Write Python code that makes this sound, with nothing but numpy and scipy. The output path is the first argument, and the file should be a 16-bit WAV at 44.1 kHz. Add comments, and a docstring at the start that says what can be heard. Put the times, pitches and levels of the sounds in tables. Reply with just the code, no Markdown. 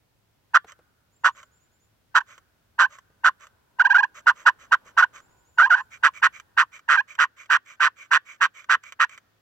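"""Push-pull turkey call in quiet woods

One finger drives a striker over a plate, and stick-slip friction excites the resonances of a chamber.
A light push squeals; under a hard push the striker bounces and the tone chatters into a cluck.
A spring returns the plunger with a soft scrape and a tick. Far off, a small bird whistles thinly."""
import sys
import numpy as np
from scipy import signal
from scipy.fft import rfft, irfft, next_fast_len
from scipy.io import wavfile
from scipy.ndimage import uniform_filter1d, minimum_filter1d, map_coordinates

SR = 44100
rng = np.random.default_rng(int(sys.argv[2]) if len(sys.argv) > 2 else 0)


def transcribe(signal):
    """Save signal, clipped to [-1, 1], as a 16-bit WAV file at the path in sys.argv[1]."""
    frames = np.atleast_2d(signal).T
    limited = np.clip(frames, -1, 1)
    pcm = np.round(limited * 32767).astype(np.int16)
    wavfile.write(sys.argv[1], SR, pcm)


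N = 414981
BINS = np.fft.rfftfreq(4096, 1 / SR)

# Levels are relative within each table.
# spectra of still air, of its low rumble, and of a sleeve and leaves stirring: f/Hz, level/dB
AIR_SPECTRUM = [(30, -12), (100, -6), (300, -2.5), (700, -6.5), (1100, -9.5), (1500, -10), (3500, -14),
                (7000, -20.5), (9000, -30.5), (15500, -20)]
RUMBLE_SPECTRUM = [(32, -27), (50, -3), (85, -4.5), (130, -8), (200, -14.5), (500, -33)]
STIR_SPECTRUM = [(120, -5.5), (420, -2), (700, -5.5), (1000, 1.5), (1250, -12.5), (3000, -17.5),
                 (9000, -34.5)]
# envelopes of the rumble and the stirring: t/s, level/dB
RUMBLE_ENVELOPE = [(0, -71.5), (4, -70.5), (6.3, -68), (7.2, -78.5), (9.4, -77)]
STIR_ENVELOPE = [(0, -81), (2.6, -84), (3.6, -72), (4.6, -65.5), (5.3, -65.5), (5.6, -74), (6.4, -69.5),
                 (7.2, -85.5), (9.4, -86)]
# coherence of ambient and of friction noise between the two microphone ports: f/Hz, coherence/1
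AIR_COHERENCE = [(40, 0.3), (130, .8), (400, 0.13), (1000, .3), (3000, 0.033)]
FRICTION_COHERENCE = [(100, 0.57), (1300, 1), (2400, 0.28), (3500, 0.88), (6500, 1), (9000, 1),
                      (16000, 0.5)]

# hard pushes, timed from the striker's bite: t/s, hold/s, release/s, level/dB
HARD_PUSHES = [(0.544, .03, 0.005, -10), (1.244, 0.028, 0.04, -12.5), (2.151, 0.033, 0.015, -12.5),
               (2.79, 0.039, 0.026, -13), (3.244, .042, .013, -12), (4.269, 0.031, .022, -10.5),
               (4.462, .029, 0.016, -9.5), (4.72, .027, 0.0098, -11.5), (4.976, 0.031, 0.025, -11.5),
               (6.035, 0.035, 0.027, -13.5), (6.227, 0.043, 0.0092, -14.5), (6.576, 0.039, 0.032, -14.5),
               (6.888, 0.068, 0.026, -16), (7.189, 0.051, 0.023, -16.5), (7.501, 0.065, 0.011, -16.5),
               (7.804, .072, 0.012, -17), (8.114, 0.06, 0.0063, -16), (8.41, 0.045, 0.021, -17),
               (8.696, 0.055, .01, -16.5), (8.999, 0.045, 0.013, -17)]
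# chatter of the clucks, as the finger eases off midway and bears down in the last run: t/s, chatter/1
CLUCK_CHATTER = [(.5, 0.68), (2.2, 0.89), (3.3, 0.65), (4.7, 0.61), (6.2, .8), (6.9, 0.73), (7.2, 0.86),
                 (8.4, 0.97), (9, .88)]
# light pushes, with their pitch at full grip: t/s, hold/s, level/dB, f/Hz
LIGHT_PUSHES = [(2.204, 0.0086, -28, 760), (2.83, 0.026, -16, 745), (3.797, .022, -11, 714),
                (3.85, 0.019, -12, 779), (3.902, 0.025, -12.5, 775), (3.945, .027, -10.5, 709.7),
                (3.983, .02, -12.5, 802), (4.032, .011, -13, 788), (5.024, .017, -10.5, 713.6),
                (5.585, 0.041, -10.5, 676.4), (5.626, 0.033, -13, 782.6), (5.664, .011, -29, 914),
                (5.704, .046, -11.5, 700.6), (5.758, 0.051, -27, 813), (6.974, .03, -17.5, 786)]
# spectra of the chamber, the plate's grit and one bounce of the striker: f/Hz, level/dB
CHAMBER_RESPONSE = [(150, -62.5), (400, -39), (560, -26), (780, -28), (1050, 1.5), (1300, 0.5), (1560, 1.5),
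                    (1850, -3), (2200, -28), (2900, -21.5), (3600, -31), (5600, -44.5), (8000, -50),
                    (9300, -79)]
RASP_SPECTRUM = [(100, -23), (350, -22), (600, -6), (1200, -5), (2000, 1.5), (3100, 7), (3700, 1),
                 (6000, -8.5), (8000, -6.5), (9300, -42), (10000, -48), (11000, -30), (15500, -28)]
BOUNCE_SPECTRUM = [(110, -26), (160, -17.5), (260, -28.5), (480, -9.5), (750, -14), (1100, 0.5), (1900, 5),
                   (2200, -0.5), (2500, 9), (3600, -13), (5100, -9), (6300, -20), (7700, -12), (9300, -51)]
# modes of the return spring: f/Hz, level against the cluck/dB, T60/s
SPRING_MODES = [(1170, -44.5, .3), (1720, -42.5, .3), (3280, -53, .35), (4720, -65.5, .35)]

# knocks of the hand on the housing, and ticks of the plunger on its stop: t/s, peak level/dB
HAND_KNOCKS = [(0.645, -41), (0.79, -51), (3.102, -56), (4.86, -52), (8.768, -53)]
STOP_TICKS = [(0.7205, -36), (1.43, -39.5), (2.3788, -39.5), (2.986, -37.5), (3.4686, -40), (5.202, -44.5),
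              (6.3986, -31), (6.7918, -39.5), (7.152, -36.5), (7.458, -46), (8.6426, -38.5), (8.8368, -33),
              (8.9226, -30.5), (9.0943, -35), (9.1768, -35)]
# how briskly the finger lets the plunger return: t/s, slide duration/s, level/dB
RETURN_PACE = [(0.701, 0.063, -52), (2.3, 0.13, -55), (3.4, .086, -53.5), (4.2, 0.078, -48.5),
               (4.4, 0.12, -53.5), (4.87, 0.082, -56), (5.2, 0.084, -49.5), (7.101, 0.087, -50.5),
               (7.6, 0.12, -53), (8.3, 0.13, -50.5), (9.1, 0.099, -53.5)]
# spectra of a knock, of the scrape and tick, and of the slide at its fastest: f/Hz, level/dB
KNOCK_SPECTRUM = [(30, -23), (70, -2.5), (150, -10), (300, -9), (480, -1.5), (900, -15), (1400, -18),
                  (5000, -37), (9000, -45)]
SCRAPE_SPECTRUM = [(300, -26.5), (600, -1), (780, -22), (1100, 6), (1550, 5.5), (2250, -5), (2650, -10),
                   (3100, -3.5), (4200, -17), (5500, -16), (6400, -13.5), (7700, -7), (9300, -47),
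                   (12500, -24), (15800, -39)]
WHISTLE_SPECTRUM = [(800, -28.5), (1500, -4), (2050, -2.5), (2330, 2), (2700, -7.5), (4500, -24),
                    (5900, -20.5), (6350, -8.5), (7000, -19), (9300, -52)]
# songs made of paired slurs: t/s, pair period/s, top f/Hz, level/dB
BIRD_SONGS = [(1.112, .198, 7430, -62.5), (5.198, 0.16, 7360, -62.5)]
# change in the notes and in the scrapes once the sound hole is uncovered: f/Hz, gain/dB
OPEN_HOLE_NOTES = [(300, 1), (450, 1), (600, -3.5), (1100, -0.5), (1500, 1), (1950, 5.5), (2350, 8),
                   (2900, 3), (5000, 1), (12000, 2)]
OPEN_HOLE_SCRAPES = [(600, -7.5), (1100, -5.5), (1600, -2.5), (2080, 3), (2330, 11.5), (2620, 1.5),
                     (4200, -1), (6400, -1), (12000, -1)]

# reverberation of nearby leaves and logs, and of far trunks: f/Hz, T60/s
GROUND_DECAY = [(300, .04), (1500, 0.072), (3000, 0.084), (8000, 0.047)]
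TRUNK_DECAY = [(300, 0.88), (1500, 1.9), (3000, 0.25), (8000, 0.12)]
# left port against the right: f/Hz, gain/dB
LEFT_GAIN = [(300, -1), (700, -3), (1200, -1.5), (1450, -3), (1700, -8), (2000, -1.5), (2800, -8.5),
             (3600, -4), (5300, -3), (6100, 8), (7000, -1), (8000, -17), (11000, 1.95), (15000, 4.82)]
# left port against the right: f/Hz, phase lead/rad
LEFT_PHASE = [(300, 1), (600, 0.21), (1540, 0.35), (1720, 1.67), (2000, 0.85), (2300, 1.48), (2750, 1.65),
              (3400, -4), (4500, -4.5), (6500, -8)]


def amp(db):
    """Amplitude ratio of a level in decibels."""
    return 10 ** (np.asarray(db) / 20)


def at_frequency(table, hz):
    """Interpolation on a logarithmic frequency axis."""
    f, value = np.transpose(table)
    return np.interp(np.log(hz + 1), np.log(f + 1), value)


def add(mix, start, sound):
    """Superposition of a sound on the mix, from a start time in seconds."""
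    part = mix[..., max(round(start * SR), 0):][..., :sound.shape[-1]]
    part += sound[..., :part.shape[-1]]


def impulse_response(spectrum):
    """Minimum-phase response, obtained by folding the cepstrum onto positive time."""
    cepstrum = irfft(at_frequency(spectrum, BINS) * np.log(10) / 20)
    cepstrum[1:len(BINS) - 1] *= 2
    cepstrum[len(BINS):] = 0
    return irfft(np.exp(rfft(cepstrum)))[:len(BINS) // 2]


def colour(x, spectrum):
    """Convolution with a unit-energy response, which conserves the power of white noise."""
    taps = impulse_response(spectrum)
    taps = taps / np.linalg.norm(taps)
    return signal.oaconvolve(x, taps.reshape((1,) * (x.ndim - 1) + (-1,)), axes=-1)[..., :x.shape[-1]]


def wander(n, hz):
    """Smooth random modulation of rms about 1, with hz new values a second."""
    knots = rng.standard_normal(n)[:int(n * hz / SR) + 2]
    return map_coordinates(knots, [np.arange(n) * hz / SR], order=2, mode="nearest")


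def noise_pair(coherence):
    """Partially coherent white noise at two ports: a common part plus an independent one."""
    common, independent = rfft(rng.standard_normal((2, next_fast_len(N))))
    share = np.clip(at_frequency(coherence, np.linspace(0, SR / 2, len(common))), 0, 1)
    left = share * common + np.sqrt(1 - share ** 2) * independent
    return irfft([left, common], next_fast_len(N))[:, :N]


def ambience(air_db=-71, hum_hz=107, hum_db=-75.5, hum_fade_db_per_s=.39):
    """Amplitude-modulated noise gives air, rumble and stirring; a far hum wavers and fades."""
    t = np.arange(N) / SR
    air = amp(air_db + .7 * wander(N, 2.7)) * colour(noise_pair(AIR_COHERENCE), AIR_SPECTRUM)
    rumble_db = np.interp(t, *np.transpose(RUMBLE_ENVELOPE))
    rumble = amp(rumble_db) * colour(noise_pair(AIR_COHERENCE), RUMBLE_SPECTRUM)
    stir_db = np.interp(t, *np.transpose(STIR_ENVELOPE)) + .89 * wander(N, 36)
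    stir = amp(stir_db) * colour(noise_pair(AIR_COHERENCE), STIR_SPECTRUM)
    hum_envelope = amp(hum_db - hum_fade_db_per_s * t + 2.5 * wander(N, 3.7))
    hum = hum_envelope * np.sin(2 * np.pi * np.cumsum(hum_hz + wander(N, 4)) / SR)
    return air + rumble + stir + hum


def strokes(cluck_hz=699, squeal_release_s=.012, clean_hz=800, chatter_per_hz=.0028, skitter_db=-22):
    """Grip governs roughness. Every push in order: t/s, hold/s, release/s, level/dB, f/Hz, chatter/1."""
    rows = [(start, hold, release, db, cluck_hz, np.interp(start, *np.transpose(CLUCK_CHATTER)))
            for start, hold, release, db in HARD_PUSHES]
    for start, hold, db, hz in LIGHT_PUSHES:
        # a faint touch barely grips and skitters; other squeals roughen as grip lowers their pitch
        chatter = .42 if db < skitter_db else chatter_per_hz * (clean_hz - hz)
        rows.append((start, hold, squeal_release_s, db, hz, chatter))
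    return sorted(rows)


def slip_wave(cycles, firmness):
    """Symmetric motion has only odd harmonics; a firm grip sticks on one side and adds even ones."""
    odd = sum(k ** (.29 * (firmness - 1)) * np.cos(2 * np.pi * k * cycles) for k in range(1, 13, 2))
    even = sum(np.cos(2 * np.pi * k * cycles) for k in range(2, 13, 2))
    return odd + .94 * firmness ** 2 * even


def stick_slip(hold, release, db, gripped_hz, chatter, free_hz=1080, firm_hz=770, bounce_hz=158):
    """Relaxation oscillation of one push. Returns lead/s and (tone, rasp envelope, bounce impulses)."""
    chatter = np.clip(chatter, 0, 1)
    lead = .0125 * (1 - .35 * chatter)  # a hard push bites sooner
    t = np.arange(-lead, hold + 2 * release, 1 / SR)
    grip_times = [-lead, -lead * .3, 0, hold / 4, hold / 2, hold, hold + release * .81, hold + release]
    grip = np.interp(t, grip_times, [.54, .3, .76, .97, 1, .8, .066, .24])
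    attack = np.clip((t + lead) / (lead * 1.1), 0, 1)
    fade_db = -27 * (np.maximum(t - hold, 0) / release) ** 3.1
    slack_db = 8 * (np.minimum(grip / .75, 1) - 1)
    force = attack * amp(fade_db + slack_db)

    # pressed hard, the striker bounces unevenly and the slips lose their periodicity
    roughness = chatter * np.interp(t, [-lead, 0, hold * .35, hold, hold + release], [.059, .54, 1, .8, 1])
    bounces = np.cumsum(bounce_hz * np.exp(.16 * wander(len(t), bounce_hz))) / SR
    bounce_db = 5.5 * (np.cos(2 * np.pi * bounces) - .24) + .4 * wander(len(t), 250)
    contact = force * amp(roughness * bounce_db)
    jitter = roughness ** .55 * wander(len(t), 700)
    detuning = .18 * roughness * (np.sin(2 * np.pi * bounces) + jitter) + .012 * wander(len(t), 250)

    # a firmer grip slows the slips, until their second harmonic meets the chamber's resonance
    slip_hz = free_hz + (gripped_hz - free_hz) * grip
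    cycles = np.cumsum(slip_hz * np.exp(detuning)) / SR
    firmness = np.clip((free_hz - slip_hz) / (free_hz - firm_hz), 0, 1)
    tone = colour(contact * slip_wave(cycles, firmness), CHAMBER_RESPONSE)
    tone /= np.sqrt(np.mean(tone[(t > 0) & (t < hold)] ** 2))

    speed = np.sin(np.pi * np.clip((t + lead) / (lead + hold + release * .5), 0, 1))
    rasp = np.sqrt(contact * force) * (.05 + roughness ** 1.59) * (.41 + .91 * speed ** 2 + .45 * grip)
    rasp *= 1 + .47 * np.cos(2 * np.pi * cycles)  # the grit pulses with each slip
    landings = np.diff(np.floor(bounces), prepend=0)
    impacts = landings * force * roughness ** 2 * speed * amp(.87 * wander(len(t), 440))
    return lead, amp(db) * np.array([tone, rasp, impacts])


def pushes(rasp_db=-16, impact_db=11.5):
    """Clucks and squeals superpose chamber tone, friction noise and the impacts of the striker."""
    parts = np.zeros((3, N))
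    for start, *stroke in strokes():
        lead, sound = stick_slip(*stroke)
        add(parts, start - lead, sound)
    tone, rasp, impacts = parts
    grit = colour(rasp * noise_pair(FRICTION_COHERENCE), RASP_SPECTRUM)
    return tone + amp(rasp_db) * grit + amp(impact_db) * colour(impacts, BOUNCE_SPECTRUM)


def spring_ring(abrupt_s=.006, loss_db_per_s=700, attack_s=.003):
    """Damped free vibration: the more abruptly a cluck is released, the more the spring rings."""
    out, t = np.zeros(N), np.arange(SR // 3) / SR
    for start, hold, release, db in HARD_PUSHES:
        phases = rng.random(len(SPRING_MODES))
        modes = sum(amp(mode_db - 60 * t / t60) * np.sin(2 * np.pi * (hz * t + phase))
                    for (hz, mode_db, t60), phase in zip(SPRING_MODES, phases))
        loss_db = loss_db_per_s * max(release - abrupt_s, 0)
        add(out, start + hold, amp(db - loss_db) * np.minimum(t / attack_s, 1) * modes)
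    return out


def dry_impacts(events, spectrum, t60, gain_db):
    """Heavily damped impacts: each knock or tick is a noise burst with exponential decay."""
    out, t = np.zeros(N), np.arange(SR // 16) / SR
    for start, db in events:
        hit = colour(rng.standard_normal(len(t)) * amp(-60 * t / t60), spectrum)
        add(out, start, amp(db + gain_db) * hit / abs(hit).max())
    return out


def return_strokes(finger_lift_s=.11, longest_return_s=.225, overrun_s=.008):
    """The restoring force returns the plunger in each long enough pause: start/s, end/s, level/dB."""
    rows, notes = [], strokes()
    times, lengths, levels = np.transpose(RETURN_PACE)
    next_starts = [note[0] for note in notes[1:]] + [N / SR]
    for (start, hold, release, *_), next_start in zip(notes, next_starts):
        lifted = start + hold + release
        pause = min(next_start - lifted, longest_return_s)
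        if pause > finger_lift_s:
            middle = lifted + .58 * pause
            length, db = np.interp(middle, times, lengths), np.interp(middle, times, levels)
            # the slide ends at a tick of the stop, where there is one
            stops = [tick + overrun_s for tick, _ in STOP_TICKS if lifted < tick < lifted + pause]
            end = max(stops, default=middle + length / 2)
            rows.append((end - length, end, db))
    return rows


def return_scrape(gain_db=3.5, grain_db=2, whistle_db=-3, spread_s=.0027):
    """Sliding friction: the unloaded striker's noise swells with speed, nearly whistling at the peak."""
    scrape, whistle = np.zeros((2, N))
    for start, end, db in return_strokes():
        progress = np.linspace(0, 1, int(max(end - start + 2 * spread_s, .01) * SR))
        off_peak = (2 * (progress - .46)) ** 2
        envelope = amp(db + gain_db) * signal.windows.tukey(len(progress), .3)
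        add(scrape, start - spread_s, envelope * amp(-15 * off_peak))
        add(whistle, start - spread_s, envelope * amp(whistle_db - 40 * off_peak))
    grain = amp(grain_db * wander(N, 490)) * noise_pair(FRICTION_COHERENCE)
    hiss = noise_pair(FRICTION_COHERENCE)
    return colour(scrape * grain, SCRAPE_SPECTRUM) + colour(whistle * hiss, WHISTLE_SPECTRUM)


def bird(pairs=4, slur_s=.078, glide_hz=1000, rise_s=.024, sink_hz_per_s=190, delay_s=.084, drop_hz=100):
    """Frequency-modulated whistles glide up and level off; the second of each pair lies lower."""
    out, t = np.zeros(N), np.arange(int(slur_s * SR)) / SR
    for start, period, top_hz, db in BIRD_SONGS:
        for pair, second in np.ndindex(pairs, 2):
            plateau_hz = top_hz - sink_hz_per_s * pair * period - second * drop_hz
            hz = plateau_hz - glide_hz * np.exp(-t / rise_s) + 50 * wander(len(t), 300)
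            slur = np.sin(np.pi * t / slur_s) * np.sin(2 * np.pi * np.cumsum(hz) / SR)
            add(out, start + pair * period + second * delay_s, amp(db + 2 * rng.standard_normal()) * slur)
    return out


def sound_hole(x, change, uncover_at_s=5.88, shift_s=.03):
    """The housing's transfer function changes as the hand shifts and uncovers the sound hole."""
    opening = np.clip((np.arange(N) / SR - uncover_at_s) / shift_s, 0, 1)
    uncovered = signal.oaconvolve(x, impulse_response(change)[None], axes=1)[:, :N]
    return (1 - opening) * x + opening * uncovered


def scattering(x, decay, build_s, echoes_per_s=2500):
    """Reverberation by scattering: random echoes build up, and each band decays at its own rate."""
    echoes = rng.standard_normal((2, SR)) * (rng.random((2, SR)) < echoes_per_s / SR)
    hz, t, bands = signal.stft(echoes, SR, nperseg=256)
    envelope = amp(-60 * t / at_frequency(decay, hz)[:, None]) * (1 - np.exp(-t / build_s))
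    tail = signal.istft(bands * envelope, SR, nperseg=256)[1]
    return signal.fftconvolve(x[None], tail / np.linalg.norm(tail[0]), axes=1)[:, :N]


def port_shadow(x):
    """An acoustic shadow alters the magnitude and phase of the sound at the left port."""
    response = amp(at_frequency(LEFT_GAIN, BINS)) * np.exp(1j * at_frequency(LEFT_PHASE, BINS))
    left = signal.oaconvolve(x[0], np.fft.fftshift(irfft(response)))[len(BINS) - 1:][:N]
    return np.array([left, x[1]])


def scene(call_db=.8, near_echo_db=-28, far_echo_db=-60, bird_db=-8, bird_echo_db=5):
    """Direct and reverberant fields add: the close call is nearly dry, the distant bird mostly echo."""
    returns = return_scrape() + dry_impacts(STOP_TICKS, SCRAPE_SPECTRUM, t60=.035, gain_db=2.5)
    notes = pushes() + spring_ring()
    call = amp(call_db) * (sound_hole(notes, OPEN_HOLE_NOTES) + sound_hole(returns, OPEN_HOLE_SCRAPES))
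    song = amp(bird_db) * bird()
    near = scattering(amp(near_echo_db) * call[1] + song, GROUND_DECAY, build_s=.003)
    far = scattering(amp(far_echo_db) * call[1] + amp(bird_echo_db) * song, TRUNK_DECAY, build_s=.055)
    knocks = dry_impacts(HAND_KNOCKS, KNOCK_SPECTRUM, t60=.045, gain_db=2)
    return port_shadow(call) + knocks + song + near + far + ambience()


def record(dry, window_samples=128, cutoff_hz=15950):
    """Fast limiting holds the peaks at full scale; a low-pass filter then bounds the bandwidth."""
    allowed_gain = 1 / np.maximum(abs(dry).max(0), 1)
    gain = uniform_filter1d(minimum_filter1d(allowed_gain, window_samples), window_samples)
    lowpass = signal.firwin(511, cutoff_hz, window=("kaiser", 9), fs=SR)
    return signal.oaconvolve(dry * gain, lowpass[None], "same")


dry = scene()
out = record(dry)
transcribe(out)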